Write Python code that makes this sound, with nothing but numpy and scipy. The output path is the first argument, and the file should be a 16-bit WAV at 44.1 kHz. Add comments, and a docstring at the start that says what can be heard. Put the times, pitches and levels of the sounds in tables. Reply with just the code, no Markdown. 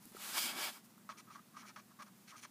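"""A felt marker writes on a sheet of paper on a desk, close to a mono microphone in a quiet room.
Its nib hisses over the fibres where it moves fast and chatters at the pen's own resonance where it
lands, turns or stops. Before the writing, a hand shifts the sheet in one long, two-part swish; the
paper ticks, drums and catches, and a finger taps the desk. Ventilation and a faint hum lie beneath."""
import sys
import numpy as np
from scipy import signal
from scipy.fft import rfft, irfft
from scipy.io import wavfile
from scipy.ndimage import uniform_filter1d

SR = 44100
rng = np.random.default_rng(int(sys.argv[2]) if len(sys.argv) > 2 else 0)


def pcm_store(signal):
    """Save signal as 16-bit PCM."""
    levels = np.round(np.clip(np.atleast_2d(signal), -1, 1) * 32767)
    wavfile.write(sys.argv[1], SR, levels.astype(np.int16).T)


N = 110250
TIME = np.arange(N) / SR


def undb(db):
    """Decibels to gain."""
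    return 10 ** (np.asarray(db) / 20)


def unit(x):
    """Scale to rms 1."""
    return x / np.sqrt(np.mean(x ** 2) + 1e-20)


def drift(rate_hz):
    """Smooth random modulation with a spread near 1."""
    hold = max(int(SR / rate_hz), 2)
    steps = rng.standard_normal(N)[np.arange(N) // hold]
    return 1.33 * uniform_filter1d(uniform_filter1d(steps, hold), hold)


def eq(x, curve, modes=(), size=2048):
    """Minimum-phase EQ from a curve (f/Hz, level/dB) plus resonances (f/Hz, width/Hz, level/dB)."""
    f = np.fft.rfftfreq(size, 1 / SR) + 1
    curve_hz, curve_db = np.array(curve).T
    db = np.interp(np.log(f), np.log(curve_hz), curve_db)
    for hz, width, peak in modes:
        db += peak / (1 + (2 * (f - hz) / width) ** 2)
    cepstrum = irfft(np.log(undb(db)))
    cepstrum[1:size // 2] *= 2
    cepstrum[size // 2 + 1:] = 0
    return signal.fftconvolve(x, irfft(np.exp(rfft(cepstrum))))[:N]


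def butter(x, hz, kind, order=6):
    """Low-pass or high-pass."""
    return signal.sosfilt(signal.butter(order, hz, kind, fs=SR, output="sos"), x)


def bass(x, hz):
    """The band below hz, without delay."""
    forward = butter(x, hz, "low", order=3)
    return butter(forward[::-1], hz, "low", order=3)[::-1]


def grains(per_s=14000, spread_db=1.5):
    """Paper fibres snap free in dense, uneven clicks; the defaults are the sliding sheet's grain."""
    clicks = (rng.random(N) < per_s / SR) * rng.choice([-1, 1], N)
    return clicks * undb(spread_db * np.minimum(rng.exponential(size=N), 2 * np.e))


def gesture(start, length, rise_share=.29, fall_share=.3):
    """Envelope of one movement: it speeds up, holds and slows down."""
    progress = (TIME - start) / length
    ramp = np.minimum(progress / rise_share, (1 - progress) / fall_share)
    return np.sin(np.pi / 2 * np.clip(ramp, 0, 1))


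def gestures(cues):
    """Envelope of a list of movements (t/s, length/s, level/dB)."""
    return sum(undb(db) * gesture(start, length) for start, length, db in cues)


def hits(cues, one_shot):
    """Trigger a peak-normalised one-shot at each cue (t/s, level/dB)."""
    triggers = np.zeros(N)
    for start, db in cues:
        triggers[int(start * SR)] += undb(db)
    return signal.fftconvolve(triggers, one_shot / np.abs(one_shot).max())[:N]


# tone of the room's noise bed (f/Hz, level/dB)
ROOM_EQ = [(30, -41), (55, -36.5), (90, -18), (150, -6.5), (215, 0), (290, -9), (370, -12), (480, -18.5),
           (750, -17.5), (1170, -17.5), (1600, -20.5), (3000, -24.5), (8000, -24.5), (15000, -25.5)]
# hum partials (f/Hz, level/dB)
HUM_PARTIALS = [(120, -82), (199, -72.5), (238, -74)]


def room_tone():
    """Low ventilation noise, a wavering hum and microphone hiss."""
    hum = 0
    for hz, db in HUM_PARTIALS:
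        level = undb(db + 2 * drift(11.57))
        hum += level * np.sqrt(2) * np.sin(2 * np.pi * hz * TIME + .7 * drift(9.7))
    return hum + undb(-64) * unit(eq(rng.standard_normal(N), ROOM_EQ, size=8192))


# soft rubs of the resting hand (t/s, length/s, level/dB)
RUB_CUES = [(0.001, 0.13, -62.5), (.835, 0.038, -64), (.895, .02, -69), (2.14, .14, -71)]
# tone of skin on paper (f/Hz, level/dB)
SKIN_EQ = [(300, -20), (1000, 0), (2500, -3), (6000, -1), (14000, 0)]


def hand_rubs():
    """The resting hand creeps over the paper with a faint, grainy hiss."""
    return gestures(RUB_CUES) * unit(eq(grains(per_s=8700, spread_db=-1.5), SKIN_EQ))


# low flutters of the sheet (t/s, length/s, level/dB)
DRUM_CUES = [(.05, 0.029, -59.5), (.105, 0.031, -63), (.34, 0.038, -63), (.435, 0.046, -54),
             (.51, 0.077, -55.5)]


def sheet_drumming(hz=249.4, width_hz=89):
    """The sheet drums on the desk: friction grain through one low resonance."""
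    resonance = signal.iirpeak(hz, hz / width_hz, fs=SR)
    drum = signal.lfilter(*resonance, signal.lfilter(*resonance, grains()))
    return gestures(DRUM_CUES) * unit(drum)


# dry paper ticks (t/s, level/dB)
TICK_CUES = [(.0548, -37.5), (.0983, -50), (.1196, -43), (.155, -50), (.171, -41)]
# their crisp tone (f/Hz, level/dB)
TICK_EQ = [(500, -5), (3000, -17.5), (5000, -12.5), (9500, -2.5), (15000, -6)]


def paper_ticks(decay_s=.0009):
    """The sheet ticks under the hand: a click with a tiny rustling tail."""
    rustle = .45 * rng.standard_normal(N) * np.exp(-TIME / decay_s)
    return hits(TICK_CUES, eq(signal.unit_impulse(N) + rustle, TICK_EQ))


# friction automation of the swish (t/s, level/dB, bass shelf/dB, treble shelf/dB)
SWISH_CURVE = [(0.121,-66.5,5,0.5),(.18,-56,-0.5,-1.5),(.235,-45.5,-3,-2),(.33,-45,-2,-1),(.36,-40,-0.5,-1),(0.382,-35.5,-1.5,-0.5),(.408,-41,-6.5,1),(.43,-39.5,-4,0.5),(.458,-41,-0.5,1.5),(.51,-42.5,-0.5,-5),(.545,-52.5,7,0),(.59,-43.5,4,-2),(.65,-39.5,0,-3),(.685,-42,1,-5.5),(0.719,-55.5,-2,-0.5),(.77,-61,5,2.5),(.81,-73,4,-1)]
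# how hard the sheet is pressed on the desk (t/s, share/0-1)
PRESSURE_CURVE = [(.2, 0.09), (.33, 0.02), (.38, 0.78), (.44, 0.93), (.55, 0.97), (.68, 0.88), (.73, 0.43)]
# tone of the lightly brushed sheet (f/Hz, level/dB)
LIGHT_EQ = [(50, -45), (110, -40), (230, -7), (470, -9), (900, -1), (1400, 1), (2200, -4), (4000, -4),
            (7000, -7)]
# tone of the pressed sheet under its resonances (f/Hz, level/dB)
PRESSED_EQ = [(50, -33), (110, -46), (250, 1.5), (470, -6.5), (750, 3), (1300, 2.5), (1950, -5.5),
              (3000, -1.5), (5000, -1.5), (7000, -3)]
# resonances of the pressed sheet (f/Hz, width/Hz, level/dB)
PRESSED_MODES = [(1020, 160, -2), (1670, 160, 7), (2280, 360, 12.5), (3245, 700, 7), (4880, 1030, 7.5),
                 (7440, 970, 4.5)]
# airy top from the finest fibres (f/Hz, level/dB)
FIBRE_EQ = [(7000, 2), (8000, 1), (9700, 0.5), (12000, 0), (15000, -3.5)]


def sheet_swish(crossover_hz=7300, flutter_db=.4):
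    """The sliding sheet hisses; pressure crossfades it from a light brush to a resonant scrape."""
    times, level_db, bass_db, treble_db = np.array(SWISH_CURVE).T
    level = undb(np.interp(TIME, times, level_db, left=-120, right=-120) + flutter_db * drift(119.7))
    pressure = np.interp(TIME, *np.array(PRESSURE_CURVE).T)
    light = undb(-2.5) * unit(butter(eq(grains(), LIGHT_EQ), crossover_hz, "low"))
    pressed = unit(butter(eq(grains(), PRESSED_EQ, PRESSED_MODES), crossover_hz, "low"))
    fibres = undb(-2) * unit(butter(eq(grains(), FIBRE_EQ), crossover_hz, "high"))
    hiss = np.sqrt(1 - pressure) * light + np.sqrt(pressure) * pressed + fibres
    bass_shelf = (undb(np.interp(TIME, times, bass_db)) - 1) * bass(hiss, hz=1890)
    treble_shelf = (undb(np.interp(TIME, times, treble_db)) - 1) * (hiss - bass(hiss, hz=4140))
    return level * (hiss + bass_shelf + treble_shelf)


# fingertip on the desk (t/s, level/dB)
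TAP_CUES = [(.1485, -45)]


def finger_tap(hz=435, t60_s=.019):
    """A finger taps the desk, which gives one short, damped ring."""
    ring = np.sin(2 * np.pi * hz * TIME) * undb(-60 * TIME / t60_s)
    return hits(TAP_CUES, butter(ring, hz / 2, "high", order=2))


# snags of the sheet (t/s, length/s, level/dB)
CATCH_CUES = [(.1665, 0.0049, -49), (.366, 0.0186, -40.5), (.44, 0.0086, -49), (.745, 0.05, -64),
              (.979, 0.0042, -61.5)]
# their nasal tone (f/Hz, level/dB)
CATCH_EQ = [(60, -45), (150, -41), (400, -17), (650, -4), (950, 3), (1350, 11.5), (2000, -10), (4000, -18),
            (12000, -4.5)]


def sheet_catches():
    """The sheet catches and jerks free in short rasps."""
    return gestures(CATCH_CUES) * unit(eq(grains(), CATCH_EQ))


# fast pen strokes (t/s, length/s, level/dB, treble shelf/dB)
STROKE_CUES = [(1.087, 0.045, -58, -5), (1.167, 0.048, -58.5, 2.5), (1.298, 0.082, -63, -1.5),
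               (1.556, 0.079, -59.5, 0), (1.653, 0.061, -58.5, 0.5), (1.759, 0.011, -56, -8),
               (1.771, 0.042, -62.5, -3), (1.987, 0.041, -63, -6), (2.019, 0.018, -56.5, 0),
               (2.054, 0.037, -69.5, 2), (2.269, 0.058, -58.5, -0.5), (2.354, 0.058, -61, 4),
               (2.405, 0.048, -67.5, 10.5), (2.426, 0.038, -56.5, -1)]
# tone of felt on paper (f/Hz, level/dB)
NIB_EQ = [(300, -29), (700, -13), (1250, 4.5), (1800, 0), (2350, 6.5), (2750, -2.5), (3300, 1), (3750, -5),
          (4300, 1.5), (4800, -4.5), (5700, 3.5), (6800, -1.5), (7800, -11.5), (9300, -3), (11500, -15),
          (15000, -17)]


def nib_hiss(crossover_hz=5550):
    """The fast felt nib combs the paper fibres; the treble opens fully only at full speed."""
    hiss = unit(eq(grains(per_s=6000, spread_db=2.5), NIB_EQ))
    body = bass(hiss, crossover_hz)
    out = np.zeros(N)
    for start, length, db, treble_db in STROKE_CUES:
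        speed = gesture(start, length)
        treble = undb(treble_db) * speed ** 1.6 * (hiss - body)
        out += undb(db) * speed * (body + treble)
    return out


# chatter bursts of the slow nib (t/s, length/s, level/dB)
CHATTER_CUES = [(1.089, .022, -47), (1.104, 0.038, -57), (1.135, 0.037, -67.5), (1.182, .034, -63),
                (1.27, 0.031, -63.5), (1.298, 0.03, -56), (1.347, .024, -54.5), (1.368, 0.036, -61.5),
                (1.53, 0.071, -63), (1.564, 0.016, -56.5), (1.585, 0.057, -66), (1.622, 0.047, -56.5),
                (1.688, 0.031, -59), (1.759, 0.021, -51), (1.773, 0.033, -59.5), (1.905, 0.025, -65),
                (1.987, 0.052, -52.5), (2.06, 0.037, -63.5), (2.312, .062, -58), (2.448, 0.0135, -53.5)]
# knocks of the nib on the paper (t/s, level/dB)
KNOCK_CUES = [(1.0915, -40), (1.1005, -39), (1.358, -47), (1.569, -45), (1.765, -47), (2.452, -43)]
# tone of the pen's body (f/Hz, level/dB)
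PEN_EQ = [(300, -30), (500, -40), (620, -14), (730, -22), (950, -9.5), (1100, -4.5), (1240, -1.5),
          (1430, -14), (1600, -8.5), (2050, -18), (2400, -24), (3000, -26.5), (6000, -26), (12000, -50)]
# the barrel's main ring (f/Hz, width/Hz, level/dB)
BARREL_MODES = [(1250, 380, 4.5)]


def nib_chatter(slips_per_s=520, jitter=.4, spread_db=1):
    """The slow nib sticks and slips unevenly; each slip and knock rings the pen."""
    gap, size = rng.standard_normal((4000, 2)).T
    onsets = (np.cumsum(np.exp(jitter * gap)) * SR / slips_per_s).astype(int)
    inside = onsets < N
    slips = np.bincount(onsets[inside], undb(spread_db * size[inside]), N)
    chatter = gestures(CHATTER_CUES) * unit(eq(slips - slips.mean(), PEN_EQ, BARREL_MODES))
    return chatter + hits(KNOCK_CUES, eq(signal.unit_impulse(N), PEN_EQ, BARREL_MODES))


def room_echo(x, t60_s=.061, predelay_s=.003):
    """The room's reflections blur into a very short tail."""
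    tail = rng.standard_normal(N) * undb(-60 * TIME / t60_s) * (TIME > predelay_s)
    return signal.fftconvolve(x, tail / np.linalg.norm(tail))[:N]


def scene():
    """The desk sounds and their echo over the room tone, the same in both channels."""
    desk = hand_rubs() + sheet_drumming() + paper_ticks() + sheet_swish() + finger_tap()
    desk += sheet_catches() + nib_hiss() + nib_chatter()
    mono = room_tone() + desk + undb(-10.5) * room_echo(desk)
    return np.array([mono, mono])


def record(dry, top_hz=15450):
    """A steep low-pass trims the very top."""
    return signal.sosfilt(signal.ellip(12, .1, 80, top_hz, fs=SR, output="sos"), dry)


dry = scene()
out = record(dry)
pcm_store(out)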